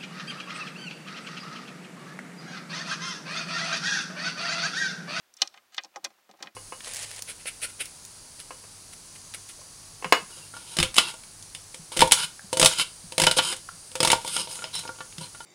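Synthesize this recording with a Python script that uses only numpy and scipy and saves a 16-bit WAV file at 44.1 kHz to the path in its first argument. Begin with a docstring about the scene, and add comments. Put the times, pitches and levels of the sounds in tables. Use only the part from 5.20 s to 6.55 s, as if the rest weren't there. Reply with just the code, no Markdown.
"""A steel hemostat picks at electrical tape on a screw in a car's dashboard, close to the microphone.
Its jaws rub, tick and slip off the screw; each contact rings tool and trim (steel and panel modes plus
shaped noise), and rubbing is a dense run of tiny contacts. Dull knocks on the plastic come from the
handling. The padded cabin adds a short noise tail over a faint, filtered-noise hiss."""
import sys
import numpy as np
from scipy import signal
from scipy.fft import rfft, irfft
from scipy.io import wavfile
from scipy.ndimage import uniform_filter1d

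SR = 44100
rng = np.random.default_rng(int(sys.argv[2]) if len(sys.argv) > 2 else 0)


def persist_wave(psi):
    """Save psi, clipped to +-1, as 16-bit WAV."""
    counts = np.round(np.clip(psi, -1, 1) * 32767).astype(np.int16)
    wavfile.write(sys.argv[1], SR, np.atleast_2d(counts).T)


N = 59535  # samples
RING_T = np.arange(8192) / SR  # time within one ring, s


def undb(db):
    """Turn decibels into a gain."""
    return 10 ** (np.asarray(db) / 20)


def fade(t60):
    """Die away like a ring that loses 60 dB in t60 seconds."""
    return np.exp(-np.log(1000) * RING_T / t60)


def on_log(hz, points):
    """Read (f/Hz, value) points on a log-frequency axis."""
    points = np.array(points)
    return np.interp(np.log(hz + 1), np.log(points[:, 0]), points[:, 1])


def colour(x, points, size=2048):
    """Filter through (f/Hz, level/dB) points, with no sound ahead of its cause (minimum phase)."""
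    log_gain = np.log(undb(on_log(np.fft.rfftfreq(size, 1 / SR), points)))
    cepstrum = irfft(log_gain)
    # folding the second half onto the first makes the filter causal
    cepstrum[1:size // 2] *= 2
    cepstrum[size // 2 + 1:] = 0
    response = irfft(np.exp(rfft(cepstrum)))
    return signal.fftconvolve(x, response)[:len(x)]


def sloped(hz, dbs, below, above):
    """Carry (f/Hz, level/dB) points on for two octaves past both ends, in dB per octave."""
    return [(hz[0] / 4, dbs[0] + 2 * below), *zip(hz, dbs), (hz[-1] * 4, dbs[-1] + 2 * above)]


def add(out, start, x):
    """Mix a sound in at its time."""
    i = int(start * SR)
    out[i:i + len(x)] += x[:len(out) - i]


def even(x):
    """Smooth away chance humps in the noise spectrum, so that only the modes colour it."""
    spectrum = rfft(x, 2 * len(x))
    bins_per_hz = 2 * len(x) / SR
    narrow, wide = (uniform_filter1d(abs(spectrum) ** 2, size=int(hz * bins_per_hz)) for hz in (130, 1500))
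    return irfft(spectrum * np.sqrt(wide / narrow))[:len(x)]


# tone of the background hiss: f/Hz, relative level/dB (per Hz)
HISS_TONE = [(30, -28), (110, -15.5), (160, -19), (200, -12), (400, -7.5), (780, -6), (1200, -5.5),
             (2400, -8.5), (4600, -11.5), (9000, -17.5), (16000, -17.5)]
HISS_DB = -67  # overall level before the bandwidth limit


def hiss():
    """The faint, even background of the cabin: steady random noise through a tone filter."""
    x = colour(rng.standard_normal(N), HISS_TONE)
    return x * undb(HISS_DB) / np.std(x)


# how long the trim's dense vibration lasts before the grip shortens it: f/Hz, t60/s
TRIM_RING_T60 = [(200, 0.17), (600, 0.11), (1400, 0.083), (3700, 0.056), (10000, 0.039)]
TRIM_DB, CRACK_DB, CABIN_DB = -2.5, 2, -37.5  # relative levels
CRACK_T60_S, CABIN_T60_S = 0.024, 0.19  # the crack's is before the grip shortens it


def trim(decay):
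    """Dense vibration as noise, band by band: a crack, a short ring and the cabin's tail."""
    hz = np.fft.rfftfreq(len(RING_T), 1 / SR)
    edges = np.r_[0, np.geomspace(350, SR / 2, 7)][:, None]
    lo, hi = edges[:-1], edges[1:]
    ring = undb(TRIM_DB) * fade(decay * on_log((lo + hi) / 2, TRIM_RING_T60))
    crack = undb(CRACK_DB) * fade(CRACK_T60_S * decay)
    cabin = undb(CABIN_DB) * fade(CABIN_T60_S)
    power = ring ** 2 + crack ** 2 + cabin ** 2
    noise = rfft(rng.standard_normal(len(RING_T)))
    bands = irfft(noise * ((hz >= lo) & (hz < hi))) * np.sqrt(power)
    # give each band the energy its width and fade call for, whatever the random draw
    wanted = power.sum(axis=1) * (hi - lo)[:, 0] / (SR / 2)
    return even(np.sqrt(wanted / (bands ** 2).sum(axis=1)) @ bands)


# natural ringing tones of the plastic panel around the screw, one list per column:
# f/Hz, relative level/dB, t60/s before the grip shortens it
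PANEL_F = [205, 325, 555, 720, 792, 1056, 1243, 1598, 1860]
PANEL_LEVEL = [-21.5, -21, -32, -26.5, -13.5, -23.5, -11.5, -20, -26]
PANEL_T60 = [.11, .09, .07, .07, .075, .07, .058, .052, .05]
# the same for the hemostat held against the screw: f/Hz, relative level/dB, t60/s before the grip
STEEL_F = [2049, 2459, 2987, 3289, 3594, 3941, 4110, 4470, 4720, 5390, 5782, 5993, 6320]
STEEL_LEVEL = [-21, -13, -11, -20, -8, -23, -8.5, -18, -24, -9.5, -33.5, -19.5, -7]
STEEL_T60 = [.05, .062, .048, .048, .028, .04, .032, .04, .042, .04, .042, .055, .033]
BEND_DELAY_S = .0008  # travel time of a 1 kHz bending wave; higher ones arrive sooner


def modes(decay):
    """Panel and steel modes start as their bending waves arrive and die fast while the jaws grip."""
    hz = np.array(PANEL_F + STEEL_F)[:, None]
    db = np.array(PANEL_LEVEL + STEEL_LEVEL)[:, None]
    t60 = np.array(PANEL_T60 + STEEL_T60)[:, None] * min(decay, 1)
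    t = np.maximum(RING_T - BEND_DELAY_S * np.sqrt(1000 / hz), 0)
    tones = undb(db) * np.sin(2 * np.pi * hz * t) * np.exp(-np.log(1000) * t / t60)
    return tones.sum(axis=0)


VALLEY_DB, PEAK_WIDTH_HZ, PEAK_WIDTH_SHARE = -8, 25, .028  # peak width = Hz + share of its frequency


def gather(x):
    """Deepen the valleys between the modes, so the noise gathers around their frequencies."""
    hz, peaks = np.arange(100, 7000, 10), np.array(PANEL_F + STEEL_F)[:, None]
    width = PEAK_WIDTH_HZ + PEAK_WIDTH_SHARE * peaks
    near = np.exp(-((hz - peaks) / width) ** 2).max(axis=0)
    depth = np.interp(hz, [6400, 6900], [1, 0])  # no valleys above the highest mode
    return colour(x, np.c_[hz, VALLEY_DB * (1 - near) * depth])


def blow(points, contact_s, ring, decay):
    """One contact: the vibration builds up over the contact time, coloured by how it lands."""
    build_up = 1 - np.exp(-2 * RING_T / contact_s)
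    return colour((gather(trim(decay)) + ring) * build_up, points)


# tone points shared by knocks and rubs: f/Hz
KNOCK_F = [300, 850, 2200, 5500]
KNOCK_TOP_DB_PER_OCT = -19
# jaws rubbing on tape and screw: t/s, length/s, then filter level/dB at each of KNOCK_F
RUB_EVENTS = [ (.170, 0.029, -74, -61, -50.5, -55), (0.195, 0.072, -60, -41.5, -49, -47),
              (.255, 0.095, -65.5, -55.5, -64.5, -57.5), (0.356, 0.022, -55, -52.5, -55, -58),
              (.518, 0.064, -70.5, -54, -53.5, -53.5), (.605, 0.051, -58, -58, -52, -55),
              (0.736, 0.036, -64, -44.5, -53.5, -62), (0.83, 0.042, -38, -37, -47, -59),
              (1.184, 0.077, -53, -44.5, -55, -60), (1.235, 0.0579, -43.5, -44.5, -52, -58.5)]
RUB_GRAINS_PER_S, RUB_SCATTER_DB, RUB_FADE_S = 1600, 4, 0.0032
RUB_RING_DB, RUB_DECAY = -7, 0.47  # RUB_DECAY scales the trim's fade


def rubbing():
    """Dense, uneven stick-slip grains ring the same parts while the jaws slide."""
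    out, ring = np.zeros(N), undb(RUB_RING_DB) * modes(0.79)
    size = len(RING_T)
    for start, length, *dbs in RUB_EVENTS:
        hits = rng.random(size) < RUB_GRAINS_PER_S / SR
        strength = undb(RUB_SCATTER_DB * rng.standard_normal(size))
        direction = rng.choice([-1, 1], size)
        stroke = np.clip(np.minimum(RING_T, length - RING_T) / RUB_FADE_S, 0, 1)
        grains = hits * strength * direction * stroke
        rub = signal.fftconvolve(grains, gather(trim(RUB_DECAY)) + ring)[:size]
        rub *= np.sqrt(length * SR / np.sum(rub ** 2))  # equal strength before the filter
        add(out, start, colour(rub, sloped(KNOCK_F, dbs, 0, KNOCK_TOP_DB_PER_OCT)))
    return out


# dull knocks on the trim: t/s, then filter level/dB at each of KNOCK_F
KNOCK_EVENTS = [ (0.341, -60, -31.5, -34, -43.5), (0.374, -51, -39, -29.5, -45.5),
                (.639, -58, -25.5, -76, -48), (0.65, -39, -30.5, -43, -41), (.766, -35, -18, -52, -43.5),
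                (0.867, -36, -47, -60, -45.5), (0.903, -47, -38, -47.5, -49), (.984, -58, -45, -53.5, -59),
                (1.091, -34.5, -38, -44.5, -53), (1.098, -35.5, -32, -57, -51),
                (1.138, -42.5, -30, -52.5, -59), (1.2031, -32.5, -38, -40.5, -50),
                (1.208, -28, -35, -36.5, -72), (1.241, -57, -26, -51, -47), (1.259, -30, -40, -35, -48)]
KNOCK_DECAY, KNOCK_RING_DB, KNOCK_CONTACT_S = 0.74, -7, .0014


def knocks():
    """Handling bumps the plastic: a longer contact and a steep loss of treble sound dull."""
    out, ring = np.zeros(N), undb(KNOCK_RING_DB) * modes(0.84)
    for start, *dbs in KNOCK_EVENTS:
        points = sloped(KNOCK_F, dbs, 0, KNOCK_TOP_DB_PER_OCT)
        add(out, start, blow(points, KNOCK_CONTACT_S, ring, KNOCK_DECAY))
    return out


TOP_DB_PER_OCT = -18.5  # shared by ticks and slips
# tone points of the ticks: f/Hz
TICK_F = [2200, 5700, 11000]
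# light touches of the steel tips: t/s, then filter level/dB at each of TICK_F
TICK_EVENTS = [ (0.1393, -68, -36.5, -50), (0.1677, -58, -37.5, -51), (0.1718, -71, -31, -65),
               (0.2744, -36, -22.5, -50), (.5452, -29.5, -33.5, -45), (0.5673, -47.5, -34, -57),
               (0.5744, -41, -33, -67), (0.636, -46, -30, -54.5), (.6464, -39.5, -28, -64),
               (.843, -30, -23.5, -38), (1.1124, -41.5, -41, -60.5), (1.1725, -73, -51, -67)]
TICK_DECAY, TICK_RING_DB, TICK_CONTACT_S, TICK_BASS_DB_PER_OCT = 0.47, -6.5, .00015, -9.5


def ticks():
    """Light steel touches: a very short contact and a strongly damped ring sound thin and bright."""
    out, ring = np.zeros(N), undb(TICK_RING_DB) * modes(TICK_DECAY)
    for start, *dbs in TICK_EVENTS:
        points = sloped(TICK_F, dbs, TICK_BASS_DB_PER_OCT, TOP_DB_PER_OCT)
        add(out, start, blow(points, TICK_CONTACT_S, ring, TICK_DECAY))
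    return out


# tone points of the slips: f/Hz
SLIP_F = [280, 850, 2000, 3700, 6000, 10500]
# hard slips of the jaws: t/s, contact time/s, filter level/dB at each of SLIP_F,
# ring level/dB (before the filter), decay scale of the trim's noise (no unit)
SLIP_EVENTS = [ (.218, .0008, -27.5, -15, -15, -1.5, -6.5, -28, -2.5, 0.71),
               (0.5797, 0.00027, -35, -20.5, -11.5, -11.5, -28, -58.5, -2, 0.7),
               (0.7593, 0.00092, -26, -15.5, -22, -34.5, -23, -55, -37, 0.73),
               (0.8463, 0.00054, -29.5, -21, -18, -19, -15, -37.5, -13, 0.88),
               (1.225, 0.0014, -25.5, -22.5, -22, -22, -20.5, -43, -37, 0.77),
               (1.272, 0.00016, -38, -31, -20.5, -28, -46, -65, -16, 0.43)]
SLIP_BASS_DB_PER_OCT = -15


def slips():
    """The jaws slip off the screw: each slip has its own contact time, tone, ring and decay."""
    out, ring = np.zeros(N), modes(0.84)
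    for start, contact_s, *dbs, ring_db, decay in SLIP_EVENTS:
        points = sloped(SLIP_F, dbs, SLIP_BASS_DB_PER_OCT, TOP_DB_PER_OCT)
        add(out, start, blow(points, contact_s, undb(ring_db) * ring, decay))
    return out


LOW_CUT_HZ, TOP_HZ = 196, 15900


def scene():
    """The work on the screw, thin in the bass, over the background."""
    low_cut = signal.butter(3, LOW_CUT_HZ, "high", fs=SR, output="sos")
    work = signal.sosfilt(low_cut, rubbing() + knocks() + ticks() + slips())
    return (hiss() + work)[None]  # one channel


def record(dry):
    """The recorder cuts the top with a steep low-pass filter."""
    top_cut = signal.ellip(8, .2, 70, TOP_HZ, fs=SR, output="sos")  # ripple dB, stopband dB
    return signal.sosfilt(top_cut, dry)


dry = scene()
out = record(dry)
persist_wave(out)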